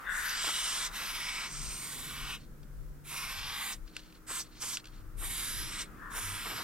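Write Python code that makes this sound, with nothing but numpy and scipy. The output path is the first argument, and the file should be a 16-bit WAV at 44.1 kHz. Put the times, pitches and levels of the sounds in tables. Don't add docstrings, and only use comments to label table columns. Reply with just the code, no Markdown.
import sys
import numpy as np
from scipy import signal
from scipy.fft import rfft, irfft, next_fast_len
from scipy.io import wavfile
from scipy.ndimage import uniform_filter1d, map_coordinates

SR = 44100
rng = np.random.default_rng(int(sys.argv[2]) if len(sys.argv) > 2 else 0)


def put_to_file(sound):
    columns = np.atleast_2d(sound).T
    safe = np.clip(columns, -1, 1)
    whole_steps = np.round(safe * 32767)
    wavfile.write(sys.argv[1], SR, whole_steps.astype(np.int16))


N = 292603

# low edge in Hz, high edge in Hz.
JET_BANDS_HZ = [(2250, 3900), (4400, 6300), (7300, 9200), (10000, 12500), (13200, 15500)]
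# frequency in Hz, relative density in dB.
JET_SPECTRUM_DB = [(250, -20.5), (720, -11.5), (1020, 0.5), (1400, 0.5), (1800, -1), (2250, 2.5),
                   (2600, -1.5), (3700, 0.5), (4300, -1.5), (5000, 1), (6700, -4), (8600, -3.5),
                   (9900, -10.5), (11000, -10), (12300, -10.5), (15800, -27)]
# frequency in Hz, left-right coherence.
CAN_COHERENCE = [(1000, 0.91), (4000, 1), (9000, 0.4), (14000, 0.33)]
# time in seconds, gain in dB on a share of the low roar.
ROAR_DEPTH_DB = [(.75, -16), (1.2, -6), (1.8, -3), (2.3, -8.5), (3.3, -7), (3.7, 3), (4.32, -3), (4.7, 0.5),
                 (5.4, -12), (5.8, -7), (6.4, -0.5)]


def spray():
    jet = noise(JET_SPECTRUM_DB, CAN_COHERENCE)
    jet = from_can(wall_echo(jet, gap_m=0.5, sway=0.0615, strength=0.29))
    jet = hand_shading(jet, depth_db=2.4)
    out = np.zeros((2, N))
    for k, (level, (lo, hi)) in enumerate(zip(jet_levels(), JET_BANDS_HZ)):
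        crossover = [(edge, float(j == k)) for j, edges in enumerate(JET_BANDS_HZ) for edge in edges]
        band_rms = np.std(filtered(jet.mean(axis=0), lambda hz: (hz > lo) & (hz < hi)))
        out += level / band_rms * filtered(jet, lambda hz: along(crossover, hz))
    low_roar = filtered(out, lambda hz: along([(1100, 0.63), (1700, 0)], hz))
    out += (amp(curve(ROAR_DEPTH_DB)) - 1) * low_roar
    droplet_flutter_db = 0.79 * wobble(45) + 0.25 * wobble(500)
    return out * amp(droplet_flutter_db)


# start, end and attack in seconds, roar level in dB, roar growth in dB per second,
# rush offset in dB, sparkle in dB over the fizz.
CAP_PRESSES = [(0.083, 0.862, 0.19, -43, 1.5, -3, -13), (.908, 1.469, 0.066, -44.5, 2.5, -3.5, -6),
               (1.474, 2.35, 0.062, -54, 8.5, -5, -7.5), (3.037, 3.725, 0.13, -44, -3.5, -4.5, -8.5),
               (4.263, 4.402, 0.054, -45.5, -27, -3.5, -6), (4.597, 4.745, 0.033, -48, -8, -3, -10),
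               (5.165, 5.821, 0.081, -49.5, 8.5, -5, -12), (6.096, 6.702, 0.08, -47, 0, -4.5, -12)]
# time in seconds, level in dB.
NOZZLE_HISS_DB = [(0.18, -39.5), (0.28, -54), (0.43, -43.5), (0.85, -44.5), (0.95, -55), (1.49, -51),
                  (1.53, -49), (1.88, -49.5), (2.21, -57.5), (3.07, -46), (3.46, -61.5), (3.73, -44.5),
                  (4.65, -43), (5.5, -50), (5.65, -54.5), (5.8, -48), (6.2, -46), (6.63, -55)]
# time in seconds, level in dB.
MIST_FIZZ_DB = [(0.12, -42.5), (0.28, -45.0), (0.39, -60), (0.48, -51.5), (1.15, -53.5), (1.54, -63.5),
                (1.83, -51.8), (2.06, -52.2), (2.33, -59.5), (3.06, -43.5), (3.43, -60), (3.65, -48.5),
                (4.4, -52), (4.69, -49), (5.61, -48), (5.73, -58.5), (6.18, -44), (6.63, -54.5)]


def jet_levels(release_s=0.017, roar_attack_ratio=1.09, rush_hiss_share=0.13):
    hiss, fizz = amp(curve(NOZZLE_HISS_DB)), amp(curve(MIST_FIZZ_DB))
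    levels = np.zeros((len(JET_BANDS_HZ), N))
    for start, end, attack_s, roar_db, growth_db_per_s, rush_db, sparkle_db in CAP_PRESSES:
        valve = envelope(start, end, attack_s, release_s)
        on_wall = envelope(start, end, roar_attack_ratio * attack_s, release_s)
        roar = amp(roar_db + growth_db_per_s * since(start, end))
        rush = amp(rush_db) * roar * (hiss / roar) ** rush_hiss_share
        mist = valve * fizz
        levels += [on_wall * roar, on_wall * rush, valve * hiss, mist, mist * amp(sparkle_db)]
    return levels


def wall_echo(x, gap_m, sway, strength):
    delay_s = 2 * gap_m * np.exp(sway * wobble(2.5)) / 343
    echo = np.array([map_coordinates(channel, [np.arange(N) - delay_s * SR]) for channel in x])
    return unit(x + strength * echo)


def hand_shading(x, depth_db):
    spectra = signal.stft(x, nperseg=512)[2]
    patches = rng.standard_normal(spectra.shape[1:])
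    for _ in range(2):
        patches = uniform_filter1d(patches, size=6, axis=0)
        patches = uniform_filter1d(patches, size=30, axis=1)
    return signal.istft(spectra * amp(depth_db * unit(patches)), nperseg=512)[1][:, :N]


# frequency in Hz, left minus right in dB.
CAN_PAN_DB = [(900, 0.5), (1400, -0.5), (2200, -1), (3100, 1), (3800, 3.5), (4800, -2.5), (6100, 0.5),
              (7600, -2.5), (8800, -2.5), (10600, -7), (12200, -5.5), (15000, -6)]
# frequency in Hz, phase lag in radians.
CAN_LAG_RAD = [(20, -2), (1500, 0.81), (3200, 0.8), (4200, 1.48), (5600, 0.92), (7000, 2), (8400, 1.1),
               (9800, 1.45), (12000, 0.8), (14000, 3)]


def from_can(x):
    sides = np.array([[0.5], [-0.5]])

    def response(hz):
        return amp(sides * along(CAN_PAN_DB, hz)) * np.exp(-1j * sides * along(CAN_LAG_RAD, hz))
    return filtered(x, response)


# centre in seconds, level in dB, half-width in
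# seconds.
PAINT_SPITS = [(.445, -40, .006), (.484, -38, 0.02), (1.02, -47.5, 0.033), (3.14, -51, 0.033),
               (4.31, -44, 0.014), (4.637, -46.5, 0.013), (5.235, -47, 0.018), (6.175, -43, 0.035),
               (6.468, -41.5, 0.013), (6.52, -45.5, 0.03), (6.6, -44, 0.025)]
# frequency in Hz, relative density in dB.
SPIT_SPECTRUM_DB = [(100, -45), (300, -3.5), (700, -4.5), (1100, 3.5), (1800, -3), (2900, -7.5),
                    (6000, -36), (12000, -50)]
# centre in seconds, level in dB, half-width in seconds.
VALVE_SWELLS = [(.295, -36, 0.0039), (.68, -42.5, .14), (.862, -40, 0.016), (1.62, -46, 0.2),
                (3.735, -42.5, 0.013), (4.409, -38, 0.017), (4.626, -39, 0.0066), (4.68, -43.5, 0.07),
                (4.75, -41, 0.016), (5.812, -41.5, 0.017)]
# frequency in Hz, relative density in dB.
VALVE_SPECTRUM_DB = [(3000, -26), (4600, -10), (5500, -8.5), (6300, -5.5), (8000, -31)]


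def nozzle_sputter():
    splatter = swells(PAINT_SPITS) * noise(SPIT_SPECTRUM_DB, CAN_COHERENCE) * amp(0.91 * wobble(300))
    valve = swells(VALVE_SWELLS) * noise(VALVE_SPECTRUM_DB, CAN_COHERENCE)
    return from_can(splatter + valve)


# start in seconds, relative peak in dB.
BALL_KNOCKS = [(2.63, -51), (3.877, -45), (3.9658, -24), (3.993, -39.5), (4.124, -46), (4.771, -18),
               (4.842, -42), (4.855, -36), (4.871, -43)]
# frequency in Hz, relative level in dB, 60 dB decay time in seconds.
CAN_MODES = [(1480, -2, 0.041), (2760, 11.5, 0.0083), (3280, -5, 0.042), (3640, -14, 0.049),
             (4720, 4.5, 0.019), (5560, -14, .02), (7130, 4, 0.023)]
# centre in seconds, level in dB, half-width in seconds.
BALL_ROLLS = [(2.42, -63, 0.04), (3.885, -65, 0.028), (3.975, -55, 0.033), (4.035, -62.5, 0.09),
              (4.165, -64, 0.022), (4.455, -60, 0.028), (4.565, -57, 0.044), (4.785, -50.5, 0.019),
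              (4.875, -61, 0.022), (4.96, -63, 0.054)]
# frequency in Hz, relative density in dB.
ROLL_SPECTRUM_DB = [(700, -10), (1500, -6), (4100, -1), (4400, 6), (4650, -4.5), (7500, -10), (10000, -20),
                    (15000, -32)]


def mixing_ball(contact_t60_s=0.013, rise_s=0.00031, bright_hz=7300, ring_db=-4, trim_db=-1.5):
    t = np.arange(SR // 6) / SR
    knocks = np.zeros(N + SR)
    hardest_db = max(db for _, db in BALL_KNOCKS)
    for start, db in BALL_KNOCKS:
        softness = amp(hardest_db - db) ** 0.19
        top_hz = np.clip(bright_hz / np.sqrt(softness), 2500, 15000)
        shell = signal.butter(2, [1700, top_hz], "bandpass", fs=SR, output="sos")
        ring = np.zeros(len(t))
        for hz, mode_db, t60_s in CAN_MODES:
            decay = amp(mode_db + rng.normal(0, 2.8) - 60 * t / t60_s)
            ring += decay * np.sin(2 * np.pi * hz * t + rng.uniform(0, 2 * np.pi))
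        contact = 3 * amp(-60 * t / (contact_t60_s * softness)) * rng.standard_normal(len(t))
        onset = 1 - np.exp(-t / (rise_s * softness ** 2))
        hit = signal.sosfilt(shell, (amp(ring_db) * ring + contact) * onset)
        knocks[round(start * SR):][:len(t)] += amp(db + trim_db) * hit / np.abs(hit).max()
    rolling = swells(BALL_ROLLS) * amp(1.8 * wobble(130)) * noise(ROLL_SPECTRUM_DB, CAN_COHERENCE)
    return from_can(knocks[:N] + rolling)


# start and end in seconds, starting pitch in Hz, level in dB, rasp share from 0 to 1.
CROW_CALLS = [(0.036, 0.356, 190, -33, 0.67), (5.972, 6.24, 189.5, -44, 1)]
# frequency in Hz, relative gain in dB.
THROAT_RESPONSES_DB = [
    [(500, -40), (1050, -15.5), (1330, -14), (1450, 2), (1650, -1), (1800, -1), (1980, -4), (2300, -28),
     (2800, -19), (3100, -36), (3600, -14.5), (4500, -61)],
    [(700, -27), (1030, 4.5), (1300, 3), (1830, 7), (2150, -42), (3500, -26), (4500, -45)],
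]


def crow(jitter=0.0365, sag_hz_per_s=42, fade_db_per_s=28.5, pan_db=3):
    out = np.zeros((2, N))
    for (start, end, start_hz, db, rasp_share), throat in zip(CROW_CALLS, THROAT_RESPONSES_DB):
        age_s = since(start, end)
        pitch_hz = start_hz - sag_hz_per_s * age_s
        cycles = np.cumsum(pitch_hz * (1 + jitter * wobble(180))) / SR
        pulses = np.diff(np.floor(cycles), prepend=0)
        rasp = rng.standard_normal(N) * (1 + np.cos(2 * np.pi * cycles))
        source = np.sqrt(1 - rasp_share) * unit(pulses) + np.sqrt(rasp_share) * unit(rasp)
        voice = unit(filtered(source, lambda hz: amp(along(throat, hz))))
        scatter = noise(throat, [(1000, 0.12)])
        level = amp(db - fade_db_per_s * age_s) * envelope(start, end, attack_s=0.068, release_s=0.04)
        out += level * unit(voice + scatter)
    return out * amp([[pan_db], [-pan_db]])


# centre in seconds, rumble in dB, half-width in seconds, thump in dB.
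WIND_GUSTS = [(0.11, -56, 0.092, -75), (1.064, -57, 0.22, -78), (1.643, -40.5, 0.071, -50),
              (2.304, -49.5, 0.26, -63), (2.817, -44, 0.1, -69), (3.395, -48.5, 0.14, -50.5),
              (3.798, -51, 0.061, -58), (5.25, -46.5, 0.21, -53.5), (5.663, -47, 0.18, -60),
              (6.296, -53, 0.23, -66)]
# frequency in Hz, relative density in dB.
RUMBLE_SPECTRUM_DB = [(12, -9), (30, 10.5), (50, 2.5), (75, -22.5), (130, -14.5), (300, -55)]
THUMP_SPECTRUM_DB = [(35, -32), (60, 9), (95, 4.5), (140, 2), (300, -63)]
# frequency in Hz, left-right coherence.
WIND_COHERENCE = [(30, .55), (100, .65)]


def wind(breeze_db=-56.5, pan_db=2):
    rumble_level = amp(breeze_db) + swells([(s, db, width) for s, db, width, _ in WIND_GUSTS])
    thump_level = swells([(s, db, width) for s, _, width, db in WIND_GUSTS])
    eddies_db = 2 * np.array([wobble(5), wobble(4.33)])
    rumble = rumble_level * noise(RUMBLE_SPECTRUM_DB, WIND_COHERENCE)
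    thump = thump_level * noise(THUMP_SPECTRUM_DB, WIND_COHERENCE)
    return amp(eddies_db + [[pan_db], [-pan_db]]) * (rumble + thump)


# time in seconds, level in dB.
ROAD_LEVEL_DB = [(0, -62), (1.3, -58), (1.95, -53.5), (2.6, -57), (3.8, -59.5), (4.9, -60), (5.65, -53.5),
                 (6.38, -57.5), (6.55, -50.5)]
TYRE_LEVEL_DB = [(0, -46.5), (.9, -48), (1.9, -58.5), (2.3, -75), (3, -74), (4.9, -65), (5.1, -67),
                 (6.63, -47.5)]
# frequency in Hz, relative density in dB.
ROAD_SPECTRUM_DB = [(40, -4), (100, 3), (200, 4), (340, -2.5), (500, -6), (900, -27.5), (2000, -50)]
TYRE_SPECTRUM_DB = [(500, -15.5), (900, -8.5), (1350, 3), (1700, -7), (2400, -15), (4000, -28)]
# start and end in seconds, pitch in Hz, level in dB.
ENGINE_DRONES = [(1.517, 3.23, 146.4, -58.5), (3.75, 6.63, 314, -66), (4.45, 5.75, 117.8, -66),
                 (5.01, 5.693, 94.4, -59.5), (6.236, 6.356, 96.4, -46.5)]


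def far_traffic():
    rumble = amp(curve(ROAD_LEVEL_DB)) * noise(ROAD_SPECTRUM_DB, [(200, 0.57)])
    tyres = amp(curve(TYRE_LEVEL_DB) + [[1], [-1]]) * noise(TYRE_SPECTRUM_DB, [(1000, 0.52)])
    engines = np.zeros(N)
    for start, end, hz, db in ENGINE_DRONES:
        cycles = np.cumsum(hz * (1 + 0.01168 * wobble(10))) / SR
        level = amp(db + wobble(8.6)) * gate(start, end, fade_s=0.025)
        engines += level * np.sqrt(2) * np.sin(2 * np.pi * cycles)
    return rumble + tyres + engines


# frequency in Hz, relative density in dB.
HISS_SPECTRUM_DB = [(300, -0.5), (1500, 6), (2600, -5.5), (3800, -8), (5500, -6), (9000, -6), (12000, -5),
                    (15500, -5)]


def far_hiss(level_db=-63.5):
    return amp(level_db) * noise(HISS_SPECTRUM_DB, [(1000, 0.18), (6000, 0.026)])


def amp(db):
    return 10 ** (np.asarray(db) / 20)


def unit(x):
    return x / np.sqrt(np.mean(x ** 2) + 1e-20)


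def clock():
    return np.arange(N) / SR


def along(points, hz):
    knots_hz, values = np.transpose(points)
    return np.interp(np.log(hz + 1), np.log(knots_hz + 1), values)


def curve(points):
    return np.interp(clock(), *np.transpose(points))


def since(start, end):
    return np.clip(clock(), start, end) - start


def gate(start, end, fade_s):
    return np.clip(1 + np.minimum(clock() - start, end - clock()) / fade_s, 0, 1)


def envelope(start, end, attack_s, release_s):
    t = clock()
    return np.clip((t - start) / attack_s, 0, 1) * np.exp(-np.maximum(t - end, 0) / release_s)


def swells(rows):
    return sum(amp(db) * np.exp(-((clock() - centre) / width) ** 2) for centre, db, width in rows)


def wobble(rate_hz):
    return map_coordinates(rng.standard_normal(int(N * rate_hz / SR) + 4), [clock() * rate_hz])


def filtered(x, response):
    size = next_fast_len(N + SR // 4)
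    return irfft(rfft(x, size) * response(np.fft.rfftfreq(size, 1 / SR)), size)[..., :N]


def noise(spectrum_db, coherence):
    def response(hz):
        angle = np.arccos(np.clip(along(coherence, hz), -1, 1)) / 2
        return amp(along(spectrum_db, hz)) * np.array([np.cos(angle), np.sin(angle)])
    mid, side = filtered(rng.standard_normal((2, N)), response)
    return unit(np.array([mid + side, mid - side]))


def scene():
    return spray() + nozzle_sputter() + mixing_ball() + crow() + wind() + far_traffic() + far_hiss()


def record(dry):
    return filtered(dry, lambda hz: hz < 15830)


dry = scene()
out = record(dry)
put_to_file(out)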